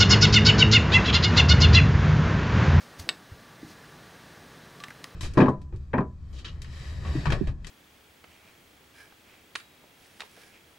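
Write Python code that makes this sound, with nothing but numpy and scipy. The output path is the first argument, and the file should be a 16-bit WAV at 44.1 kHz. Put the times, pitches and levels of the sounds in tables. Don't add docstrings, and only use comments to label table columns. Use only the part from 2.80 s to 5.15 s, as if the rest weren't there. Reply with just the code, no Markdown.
import sys
import numpy as np
from scipy import signal
from scipy.fft import rfft, irfft, next_fast_len
from scipy.io import wavfile
from scipy.ndimage import uniform_filter1d

SR = 44100
rng = np.random.default_rng(int(sys.argv[2]) if len(sys.argv) > 2 else 0)


def wav_out(sig):
    wavfile.write(sys.argv[1], SR, np.round(np.clip(np.atleast_2d(sig).T, -1, 1) * 32767).astype(np.int16))


N = 103635
T = np.arange(N) / SR


def padlock_knock():
    # freq_hz, gain_db
    contact_eq = [(100, -19), (300, -8), (700, -1), (1200, 2), (1900, 11), (2800, 7), (3200, 7), (3800, 12),
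                  (5100, 8), (5750, -5), (6600, -12), (7500, -7), (7900, 5), (8900, -13), (9700, -28),
                  (12400, -23), (16000, -38)]
    # delay_s, level_db
    repeats = [(0.0027, -9), (0.00495, -18.5)]
    # pitch_hz, level_db, t60_s
    modes = [(728, -39, 0.07), (1169, -33, 0.061), (1510, -35, 0.07), (1817, -36, 0.069),
             (1897, -29, 0.039), (2249, -33, 0.056), (2653, -23, 0.033), (2710, -24, 0.038),
             (2852, -14, 0.024), (3040, -20, 0.021), (3304, -39, 0.053), (3597, -40, 0.074),
             (3737, -19, 0.03), (4035, -34, 0.052), (4446, -27, 0.035), (4839, -37, 0.043),
             (5197, -31, 0.031), (6679, -46, 0.067), (7781, -34, 0.066), (8044, -46, 0.044),
             (8865, -31, 0.024), (12449, -46, 0.044)]
    knock_s, ring_attack_s = 0.29032, 0.0033
    hits = click(knock_s) + sum(from_db(db) * click(knock_s + delay) for delay, db in repeats)
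    crack = colour(hits, contact_eq)
    ringing = sum(from_db(db) * ring(knock_s, hz, t60) for hz, db, t60 in modes)
    fade_in = 1 - np.exp(-since(knock_s) / ring_attack_s)
    return disperse(crack), disperse(fade_in * ringing)


def disperse(x):
    # centre_hz, q
    resonances = [(2580, .5), (3470, 5.8), (8000, 3.5)]
    for hz, q in resonances:
        _, feedback = signal.iirpeak(hz, q, fs=SR)
        x = signal.lfilter(feedback[::-1], feedback, x + 1e-18)
    return x


def edge_roll():
    # freq_hz, gain_db
    roll_eq = [(80, -34), (280, 3), (450, -4.5), (900, -10), (2500, -36)]
    return from_db(-46) * swell(peak_s=0.278, attack_s=0.028, release_s=0.03) * noise(roll_eq)


def soft_bumps():
    # start_s, level_db, pitch_hz, attack_s
    thuds = [(0.194, -36, 86, 0.0077), (0.243, -41.5, 130, 0.0024), (0.518, -34.5, 102, 0.0059),
             (0.545, -40.5, 111, 0.0043), (0.820, -47.5, 150, 0.0045), (0.8295, -32, 286, 0.0028),
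             (0.847, -39, 138, 0.0037), (0.849, -44, 310, 0.0028), (0.867, -50.5, 300, 0.0032),
             (0.904, -44.5, 184, 0.0047)]
    out = np.zeros(N)
    for start_s, db, hz, attack_s in thuds:
        age = np.minimum(since(start_s) / attack_s, 20)
        envelope = from_db(db) * age * np.exp(1 - age)
        out -= envelope * np.sin(2 * np.pi * hz * since(start_s))
    return out


def scuffs():
    # peak_s, level_db, attack_s, release_s
    strokes = [(0.03, -55, 0.09, .03), (0.198, -39, 0.0062, 0.01), (0.221, -55.5, 0.0043, 0.024),
               (0.92, -54.5, 0.068, 0.017)]
    # freq_hz, gain_db
    friction_eq = [(300, -3.5), (1200, -5.5), (2400, -2.5), (3400, -6), (4600, 0.5), (6200, -2.5),
                   (7400, -9), (10000, -10.5), (14500, -14), (16000, -22)]
    grain_db = 1.5
    flutter = rms_one(uniform_filter1d(rng.standard_normal(N), size=30))
    friction = rms_one(from_db(grain_db * flutter) * noise(friction_eq))
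    envelope = sum(from_db(db) * swell(s, attack, release) for s, db, attack, release in strokes)
    return envelope * friction


def small_ticks():
    # start_s, snap_db, crunch_decay_s, tilt_db_per_octave, ring_db, ring_hz, ring_t60_s
    ticks = [(2.0028, -12, 0.0054, -1, -41, 4160, 0.017), (2.004, -24, .001, 3, -44, 1157, 0.28),
             (2.0367, -10.5, 0.0015, -3, -44, 1600, 0.018), (2.0386, -1, 0.00058, -1, -32, 2110, 0.015),
             (2.0418, -6.5, 0.0027, -2, -31.5, 1780, 0.023), (2.0836, -15.5, .0004, 5.5, -24, 2000, 0.0065),
             (2.1044, -20, .0006, 7, -30, 2050, 0.008), (2.1074, -17, 0.0035, -7.5, -35, 1670, 0.015),
             (2.2407, -15, 0.00066, 7, -55, 3000, .006), (2.2427, -3, 0.00041, 3.5, -29.5, 1910, 0.014),
             (2.2433, -20, 0.0013, -3, -31, 1136, 0.013)]
    # freq_hz, gain_db
    snap_eq = [(300, -47), (800, -14), (1200, -8), (1900, -4), (2600, -3), (3150, -3.5), (3800, -7),
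               (4400, -9.5), (5600, -8), (6900, -16), (8000, -11), (9000, -23), (10300, -18.5),
               (13000, -33), (16000, -28)]
    tilt_pivot_hz, ring_attack_s = 4000, 0.00056
    out = np.zeros(N)
    for start_s, snap_db, decay_s, tilt, ring_db, ring_hz, t60 in ticks:
        envelope = (T > start_s) * np.exp(-np.minimum(since(start_s) / decay_s, 20))
        crunch = energy_one(envelope * rng.standard_normal(N))
        snap = np.sqrt(0.5) * (click(start_s) + crunch)
        tilted_eq = [(hz, db + snap_db + tilt * np.log2(hz / tilt_pivot_hz)) for hz, db in snap_eq]
        fade_in = 1 - np.exp(-since(start_s) / ring_attack_s)
        out += colour(snap, tilted_eq) + from_db(ring_db) * fade_in * ring(start_s, ring_hz, t60)
    return out


def room_reverb(send):
    # freq_hz, gain_db
    tail_eq = [(100, -13.5), (350, -3.5), (1000, -7), (2200, -14), (4000, -15.5), (6000, -16), (8000, -10),
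               (13000, -13)]
    scatter = from_db(-14) * reflections(onset_s=0.004, t60_s=0.028)
    tail = colour(reflections(onset_s=0.0033, t60_s=0.2), tail_eq)
    return signal.fftconvolve(send, scatter + tail)[:N]


def reflections(onset_s, t60_s):
    envelope = (T > onset_s) * from_db(-60 * np.minimum(T / t60_s, 5))
    return energy_one(envelope * rng.standard_normal(N))


def room_tone():
    # freq_hz, gain_db
    air_eq = [(20, -30), (40, -10), (62, -10), (110, -2), (160, 1), (200, -4), (250, -2), (340, -6.5),
              (450, -6), (650, -8.5), (900, -10), (1300, -10.5), (1700, -7.5), (2300, -15.5), (3500, -16.5),
              (6000, -21.5), (7500, -24.5), (8500, -25.5), (13600, -31), (16000, -39)]
    # time_s, gain_db
    air_drift = [(0, 0.8), (.2, 0.8), (.42, -1), (.85, -0.44), (1.05, .5), (2.0, .4), (2.35, -0.5)]
    # pitch_hz, level_db, width_hz
    hums = [(176, -67, 8), (1163, -66, 6), (4000, -72.5, 40), (14924, -72.5, 10), (15624, -83, 4)]
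    air_db = -50.5 + np.interp(T, *np.transpose(air_drift))
    out = from_db(air_db) * noise(air_eq)
    for hz, db, width_hz in hums:
        phase_wander = np.cumsum(rng.standard_normal(N)) * np.sqrt(2 * np.pi * width_hz / SR)
        out += from_db(db) * np.sqrt(2) * np.sin(2 * np.pi * hz * T + phase_wander)
    return out


def from_db(db):
    return 10 ** (np.asarray(db) / 20)


def rms_one(x):
    return x / np.sqrt(np.mean(x ** 2) + 1e-20)


def energy_one(x):
    return x / np.sqrt(np.sum(x ** 2) + 1e-20)


def colour(x, eq):
    size = 2 * next_fast_len(N // 2 + 2048)
    hz, db = np.transpose(eq)
    freqs = np.maximum(np.fft.rfftfreq(size, 1 / SR), 1)
    gain = from_db(np.interp(np.log(freqs), np.log(hz), db))
    cepstrum = irfft(np.log(gain))
    cepstrum[1:size // 2] *= 2
    cepstrum[size // 2 + 1:] = 0
    return irfft(rfft(x, size) * np.exp(rfft(cepstrum)))[:N]


def noise(eq):
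    return rms_one(colour(rng.standard_normal(N), eq))


def since(start_s):
    return np.maximum(T - start_s, 0)


def click(start_s):
    return 1.0 * (np.arange(N) == int(start_s * SR))


def ring(start_s, hz, t60_s):
    age = since(start_s)
    return np.sin(2 * np.pi * hz * age) * from_db(-60 * np.minimum(age / t60_s, 5))


def swell(peak_s, attack_s, release_s):
    distance = np.maximum((peak_s - T) / attack_s, (T - peak_s) / release_s)
    return np.exp(-np.minimum(distance, 20))


def scene():
    crack, ringing = padlock_knock()
    contacts = crack + edge_roll() + soft_bumps() + scuffs() + small_ticks()
    reverb = room_reverb(contacts + from_db(-8) * ringing)
    return np.tile(contacts + ringing + reverb + room_tone(), (2, 1))


def record(dry):
    notch_hz, cutoff_hz = 7530, 16000
    notched = signal.lfilter(*signal.iirnotch(notch_hz, Q=35, fs=SR), dry)
    lowpass = signal.ellip(12, 0.1, 70, cutoff_hz, fs=SR, output="sos")
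    return signal.sosfilt(lowpass, notched)


dry = scene()
out = record(dry)
wav_out(out)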